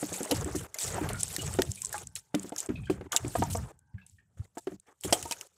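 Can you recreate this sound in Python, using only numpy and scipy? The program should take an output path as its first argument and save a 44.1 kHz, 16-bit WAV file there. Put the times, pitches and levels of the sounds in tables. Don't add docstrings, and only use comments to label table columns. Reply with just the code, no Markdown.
import sys
import numpy as np
from scipy import signal
from scipy.io import wavfile
from scipy.ndimage import uniform_filter1d

SR = 44100
rng = np.random.default_rng(int(sys.argv[2]) if len(sys.argv) > 2 else 0)


def master_out(mix):
    frames = np.transpose(np.atleast_2d(mix))
    ceiling = np.clip(frames, -1, 1)
    pcm = np.round(ceiling * 32767).astype(np.int16)
    wavfile.write(sys.argv[1], SR, pcm)


N = 245637

# t/s, peak level before the gate/dB, centre of the struck modes f/Hz
HULL_KNOCKS = [(0.028, -22.5, 367), (0.12, -28.5, 337), (0.206, -25, 348), (0.308, -24, 614),
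               (0.318, -17.5, 390), (0.46, -25.5, 277), (0.549, -23.5, 273), (0.98, -25, 766),
               (1.012, -24, 314), (1.383, -31.5, 315), (1.588, -13, 404), (1.689, -26, 95),
               (1.943, -29.5, 1580), (2.344, -17, 302), (2.443, -33.5, 294), (2.521, -27, 530),
               (2.688, -20.5, 250), (2.898, -16, 316), (3.01, -31, 353), (3.058, -40, 320),
               (3.129, -23, 1620), (3.145, -26, 765), (3.247, -24, 333), (3.353, -17.5, 765),
               (3.384, -26, 230), (3.422, -16, 706), (3.55, -23, 670), (3.941, -32.5, 95),
               (4.394, -27.5, 105.6), (4.571, -28, 660), (4.671, -23.5, 422), (4.719, -36, 292),
               (4.884, -56.5, 498), (5.048, -26, 300), (5.125, -12.5, 610), (5.254, -30, 690),
               (5.31, -31, 700)]
# f/Hz, relative level/dB
SPRAY_SPECTRUM = [(1180, -22), (2000, -10), (3060, -7.5), (4650, -6), (7700, 2.5), (10900, -8),
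                  (15100, -13.5), (15600, -17.5), (16000, -40.5)]
# f/Hz, relative level/dB
SLOSH_SPECTRUM = [(15, -45), (25, -11), (60, 2.5), (86, 8.5), (162, 2.5), (254, -11), (303, -16),
                  (500, -37.5), (650, -39.5), (1100, -120)]


def water():
    # t/s, trickle level before the gate/dB, spray level before the gate/dB
    runoff = [(0, -51.5, -42.5), (.3, -42, -51.5), (.62, -47.5, -51), (.78, -52, -52), (1.0, -41, -48.5),
              (1.12, -42, -53), (1.219, -58.5, -42), (1.481, -45, -44.5), (1.8, -79, -53), (1.95, -51, -50),
              (2.17, -62.5, -83), (2.4, -57.5, -54.5), (2.65, -53, -62), (2.85, -67.5, -72),
              (3.06, -59, -73), (3.14, -45.5, -60.5), (3.301, -55.5, -46.5), (3.6, -50.5, -58.5),
              (3.721, -55, -63), (3.959, -86.5, -94.5), (4.42, -66.5, -67.5), (4.799, -72, -70.5),
              (4.891, -60, -71.5), (5.02, -74.5, -61.5), (5.08, -47, -47.5), (5.461, -61.5, -59)]
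    # start t/s, length t/s, starting level before the gate/dB
    spurts = [(.12, 0.18, -38.5), (.34, 0.076, -38.5), (.55, 0.043, -36.5), (.78, 0.16, -34),
              (1.92, 0.21, -44.5), (2.155, 0.11, -46.5), (2.576, 0.023, -31), (3.35, 0.044, -35),
              (3.498, 0.015, -30), (3.525, 0.011, -30.5), (4.062, 0.11, -52.5), (4.57, 0.11, -48),
              (5.04, 0.022, -35.5), (5.12, 0.18, -43.5)]
    # f/Hz, relative level/dB
    trickle_spectrum = [(150, -52.5), (250, -11), (425, 2), (512, -2.5), (852, -3.5), (1030, -7.5),
                        (1280, -5.5), (3500, -19.5), (4550, -71)]

    s, trickle_db, spray_db = np.transpose(runoff)
    washes = [(start, 0.0043, db - 36.5) for start, db, _ in HULL_KNOCKS]
    trickle_power = curve(s, trickle_db) + swells(washes, rise_s=0.01, sag_db=0, fall_db_per_s=135.5)
    spray_power = curve(s, spray_db) + swells(spurts, rise_s=0.01, sag_db=-9, fall_db_per_s=237)

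    flow = evened(patchy(lumpy(50, 3.5), 3.5))
    bubbles = sum(ring(grains(13, 4.3), hz, hz / 14) for hz in np.geomspace(350, 2400, num=14))
    trickle = coloured(flow + gain_of(-13) * evened(bubbles), trickle_spectrum)

    fizz = evened(lumpy(90, 3.5))
    crackle = sum(ring_twice(grains(60, 3.2), hz, hz / 7) for hz in np.geomspace(3000, 12000, num=8))
    spray = coloured(patchy(fizz + gain_of(-6.0) * evened(crackle), 2.6), SPRAY_SPECTRUM)
    return np.sqrt(trickle_power) * evened(trickle) + np.sqrt(spray_power) * evened(spray)


def knocks():
    # nominal f/Hz, nominal level/dB, decay by 60 dB t/s
    hull_modes = [(98, 7.5, 0.05), (192, -12, 0.21), (236, -7.5, 0.079), (303.6, -2, 0.07),
                  (369.3, 4, 0.035), (484, 1.5, 0.026), (541, -1, 0.024), (687, 5, 0.028),
                  (913, -6.5, 0.072), (1240, -6.5, 0.05), (1560, 10.5, 0.0082)]
    contact_s = 0.0028

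    out, t = np.zeros(N), np.arange(9000) / SR
    u = t / contact_s
    contact_shape = np.minimum(0.59 * u, 1) * (np.exp(-1.5 * u) + 0.026 * np.exp(-t / 0.036))
    for s, db, centre_hz in HULL_KNOCKS:
        contact = rng.standard_normal(len(t)) * contact_shape
        body = np.zeros(len(t))
        for hz, mode_db, t60 in hull_modes:
            detuning, level_change = rng.standard_normal(2)
            octaves = np.log2(hz / centre_hz)
            level_db = mode_db + 2 * level_change - 11.5 * octaves ** 2 - 60 * t / t60
            body += gain_of(level_db) * np.sin(2 * np.pi * hz * (1 + .025 * detuning) * t)
        soft = body * (1 - np.exp(-t * centre_hz * 0.8))
        driven = evened(signal.oaconvolve(contact, soft)[:len(t)])
        slap_gain = gain_of(-13.5) * min(centre_hz / 350, 1) ** 2
        slap = slap_gain * evened(ring_twice(contact, 1300, 2200))
        add(out, s, evened(soft) + 0.69 * driven + slap, db)
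    return out


def snaps():
    # t/s, peak level/dB, cavity pitch f/Hz, burst decay by 60 dB t/ms
    drop_snaps = [(0.1382, -26.5, 2480, 120), (0.31, -14, 3040, 66), (0.742, -24.5, 2060, 29),
                  (0.785, -18.5, 4770, 24), (0.877, -22, 4130, 90), (1.088, -21.5, 4170, 105),
                  (1.3625, -13, 1820, 12), (1.6183, -9, 1900, 19.4), (1.926, -20.5, 1710, 43),
                  (1.9786, -25, 2590, 22), (2.1596, -26.5, 4120, 59), (2.3477, -20, 3640, 24),
                  (2.561, -24.5, 1630, 20), (2.8999, -32, 3150, 150), (3.119, -18, 3340, 160),
                  (3.1619, -4.5, 3700, 27), (3.1692, -15, 2880, 36), (4.581, -31.5, 1720, 35),
                  (5.035, -24, 3200, 160), (5.1248, -9, 3210, 72), (5.2257, -20, 2890, 30),
                  (5.3095, -18, 3100, 59), (5.3212, -14, 2520, 49), (5.4098, -22.5, 2930, 29)]

    out, t = np.zeros(N), np.arange(3000) / SR
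    rise = np.minimum(t / .002, 1) ** 2
    first_crack = 1 + 1.6 * np.exp(-((t - .002) / .0003) ** 2)
    for s, db, hz, t60_ms in drop_snaps:
        decay = gain_of(-60000 * np.maximum(t - .002, 0) / max(t60_ms, 2))
        burst = rng.standard_normal(len(t)) * decay * rise * first_crack
        crack = evened(coloured(patchy(burst, 3.0), SPRAY_SPECTRUM))
        cavity = evened(ring(burst, hz, hz / 12))
        add(out, s, crack + gain_of(-8.0) * cavity, db)
    return out


def ticks():
    # t/s, peak level/dB
    droplet_ticks = [(0.2303, -22.5), (0.252, -27), (0.3457, -33), (0.4103, -26), (0.445, -25.5),
                     (0.823, -30), (0.831, -22), (0.849, -27), (1.132, -26.5), (1.2066, -22.5),
                     (1.2316, -11.5), (1.2328, -21.5), (1.257, -42), (1.28, -29), (1.5382, -26),
                     (1.7163, -20), (1.8183, -18.5), (1.8476, -18.5), (1.8558, -21), (1.868, -27.5),
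                     (1.8928, -32), (1.757, -29.5), (2.018, -36), (2.0706, -28), (2.154, -24),
                     (2.3952, -29), (2.431, -33), (2.493, -32.5), (2.603, -18), (2.629, -36), (2.6608, -30),
                     (2.856, -52), (3.134, -40), (3.28, -30.5), (3.437, -27.5), (3.571, -26.5),
                     (3.7903, -50.5), (4.0647, -42.5), (4.0965, -47), (4.7984, -41.5), (5.01, -36.5)]
    puff_s = 0.00094

    out, t = np.zeros(N), np.arange(500) / SR
    for s, db in droplet_ticks:
        puff = rng.standard_normal(len(t)) * t / puff_s * np.exp(-t / puff_s)
        hz = 8600 * rng.uniform(.8, 1.15)
        add(out, s, coloured(ring_twice(puff, hz, 4000), SPRAY_SPECTRUM), db)
    return out


def drips():
    # t/s, peak level/dB, bubble pitch f/Hz
    single_drips = [(1.391, -33, 2900), (1.143, -35, 1420), (1.773, -43, 2450), (1.832, -48.5, 1040),
                    (1.942, -29, 849), (2.755, -38, 2540), (2.833, -49, 2500), (2.87, -43, 1590),
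                    (2.855, -46, 3150), (3.981, -47, 1650), (4.014, -54, 2650), (4.184, -55, 1800)]

    out, t = np.zeros(N), np.arange(9000) / SR
    rise = np.minimum(t / .002, 1)
    for s, db, hz in single_drips:
        tone = np.sin(2 * np.pi * hz * t) * rise * gain_of(-60 * t / .08)
        stir = rng.standard_normal(len(t)) * rise * gain_of(-60 * t / .16)
        fuzz = evened(ring_twice(stir, hz, hz / 10))
        splash = evened(ring_twice(stir, 1.3 * hz, hz / 2))
        add(out, s, evened(tone) + fuzz + .5 * splash, db)
    return out


def slosh():
    # t/s, level/dB
    lapping = [(0, -53.5), (.6, -71), (1.75, -55.5), (2.1, -51.5), (2.25, -73), (3.15, -66), (3.7, -63),
               (4.07, -69.5), (4.55, -70), (4.85, -86), (5.35, -65.5), (5.5, -83.5)]
    # start t/s, length t/s, starting level/dB
    wavelets = [(.3, 0.34, -31), (.82, 0.33, -35), (.95, 0.41, -35.5), (1.37, 0.34, -34.5),
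                (2.34, 0.17, -48.5), (2.69, 0.34, -33.5), (2.84, 0.24, -39.5), (3.19, 0.17, -35.5),
                (3.34, 0.335, -29), (4.36, 0.064, -43), (4.67, 0.12, -53), (5.04, 0.073, -31),
                (5.14, 0.15, -43)]

    wavelet_power = swells(wavelets, rise_s=0.071, sag_db=-11.5, fall_db_per_s=914)
    power = curve(*np.transpose(lapping)) + wavelet_power
    return np.sqrt(power) * evened(coloured(lumpy(25, 3.5), SLOSH_SPECTRUM))


def noise_gate():
    # from t/s, to t/s
    closed_spans = [(.67, .745), (2.04, 2.15), (2.2, 2.34), (2.505, 2.52), (2.675, 2.69), (3.075, 3.115),
                    (3.72, 3.93), (4.07, 4.372), (4.46, 4.55), (4.6, 4.668), (4.765, 4.865), (4.93, 5.005),
                    (5.475, 5.6)]

    t = np.arange(N) / SR
    closed = sum(1. * (t >= start) * (t <= end) for start, end in closed_spans)
    return gain_of(-16 * uniform_filter1d(closed, size=200))


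def background():
    # f/Hz, bandwidth f/Hz, level
    # before the swell/dB
    faint_bands = [(880, 130, -76), (1550, 110, -79)]
    # t/s, gain/dB
    band_swell = [(1.6, -42), (1.9, -4.5), (4.052, -3.5), (4.15, -27)]

    bands = sum(gain_of(db) * evened(ring_twice(lumpy(22, 6.0), hz, width)) for hz, width, db in faint_bands)
    swell = gain_of(np.interp(np.arange(N) / SR, *np.transpose(band_swell)))
    rumble = evened(coloured(lumpy(5.1, 17.0), SLOSH_SPECTRUM))
    hush = evened(coloured(patchy(lumpy(8, 5.0), 6.0), SPRAY_SPECTRUM))
    return swell * bands + gain_of(-86.5) * rumble + gain_of(-82.5) * hush


def gain_of(db):
    return 10 ** (np.asarray(db) / 20)


def evened(x):
    return x / np.sqrt(np.mean(x ** 2) + 1e-20)


def add(mix, s, sound, db):
    part = mix[round(s * SR):][:len(sound)]
    part += gain_of(db) * sound[:len(part)] / abs(sound).max()


def coloured(x, points):
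    f, db = np.transpose(points)
    hz = abs(np.fft.fftfreq(8192, 1 / SR))
    response_db = np.interp(np.log(hz + 1), np.log(f), db)
    log_gain = np.log(gain_of(np.maximum(response_db, -70)))
    taps = np.fft.ifft(np.exp(np.conj(signal.hilbert(log_gain)))).real[:4096]
    return signal.oaconvolve(x, taps)[:len(x)]


def ring(x, hz, width):
    pole = np.exp((2j * np.pi * hz - np.pi * width) / SR)
    return 2 * signal.lfilter([1 - abs(pole)], [1, -pole], x).real


def ring_twice(x, hz, width):
    return ring(ring(x, hz, width), hz, width)


def lumpy(per_s, depth_db):
    wander = np.interp(np.arange(N) * per_s / SR, np.arange(N // 8), rng.standard_normal(N // 8))
    return rng.standard_normal(N) * gain_of(depth_db * wander)


def grains(per_s, spread_db):
    size_db = spread_db * np.minimum(rng.exponential(1, N), 4)
    size = gain_of(size_db) * rng.choice([-1., 1.], N)
    return size * (rng.random(N) < per_s / SR)


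def patchy(x, depth_db):
    z = signal.stft(x, nperseg=256, noverlap=192)[2]
    patches = rng.standard_normal(z.shape)
    for _ in range(2):
        patches = uniform_filter1d(patches, 9, axis=0)
        patches = uniform_filter1d(patches, 12, axis=1)
    return signal.istft(z * gain_of(depth_db * evened(patches)), nperseg=256, noverlap=192)[1][:len(x)]


def curve(s, db):
    return gain_of(np.interp(np.arange(N) / SR, s, db)) ** 2


def swells(rows, rise_s, sag_db, fall_db_per_s):
    t, power = np.arange(N) / SR, np.zeros(N)
    for s, length, db in rows:
        u = (t - s)[round(s * SR):][:SR]
        shape_db = sag_db * np.minimum(u / length, 1) - fall_db_per_s * np.maximum(u - length, 0)
        power[round(s * SR):][:SR] += (np.clip(u / rise_s, 0, 1) * gain_of(db + shape_db)) ** 2
    return power


def scene():
    gated = noise_gate() * (water() + knocks())
    return (gated + slosh() + snaps() + ticks() + drips() + background())[None]


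def record(dry):
    bass_cut = signal.butter(3, 48, "high", fs=SR, output="sos")
    treble_cut = signal.firwin(101, 16100, window=("kaiser", 7), fs=SR)
    return signal.oaconvolve(signal.sosfilt(bass_cut, dry), treble_cut[None], "same")


dry = scene()
out = record(dry)
master_out(out)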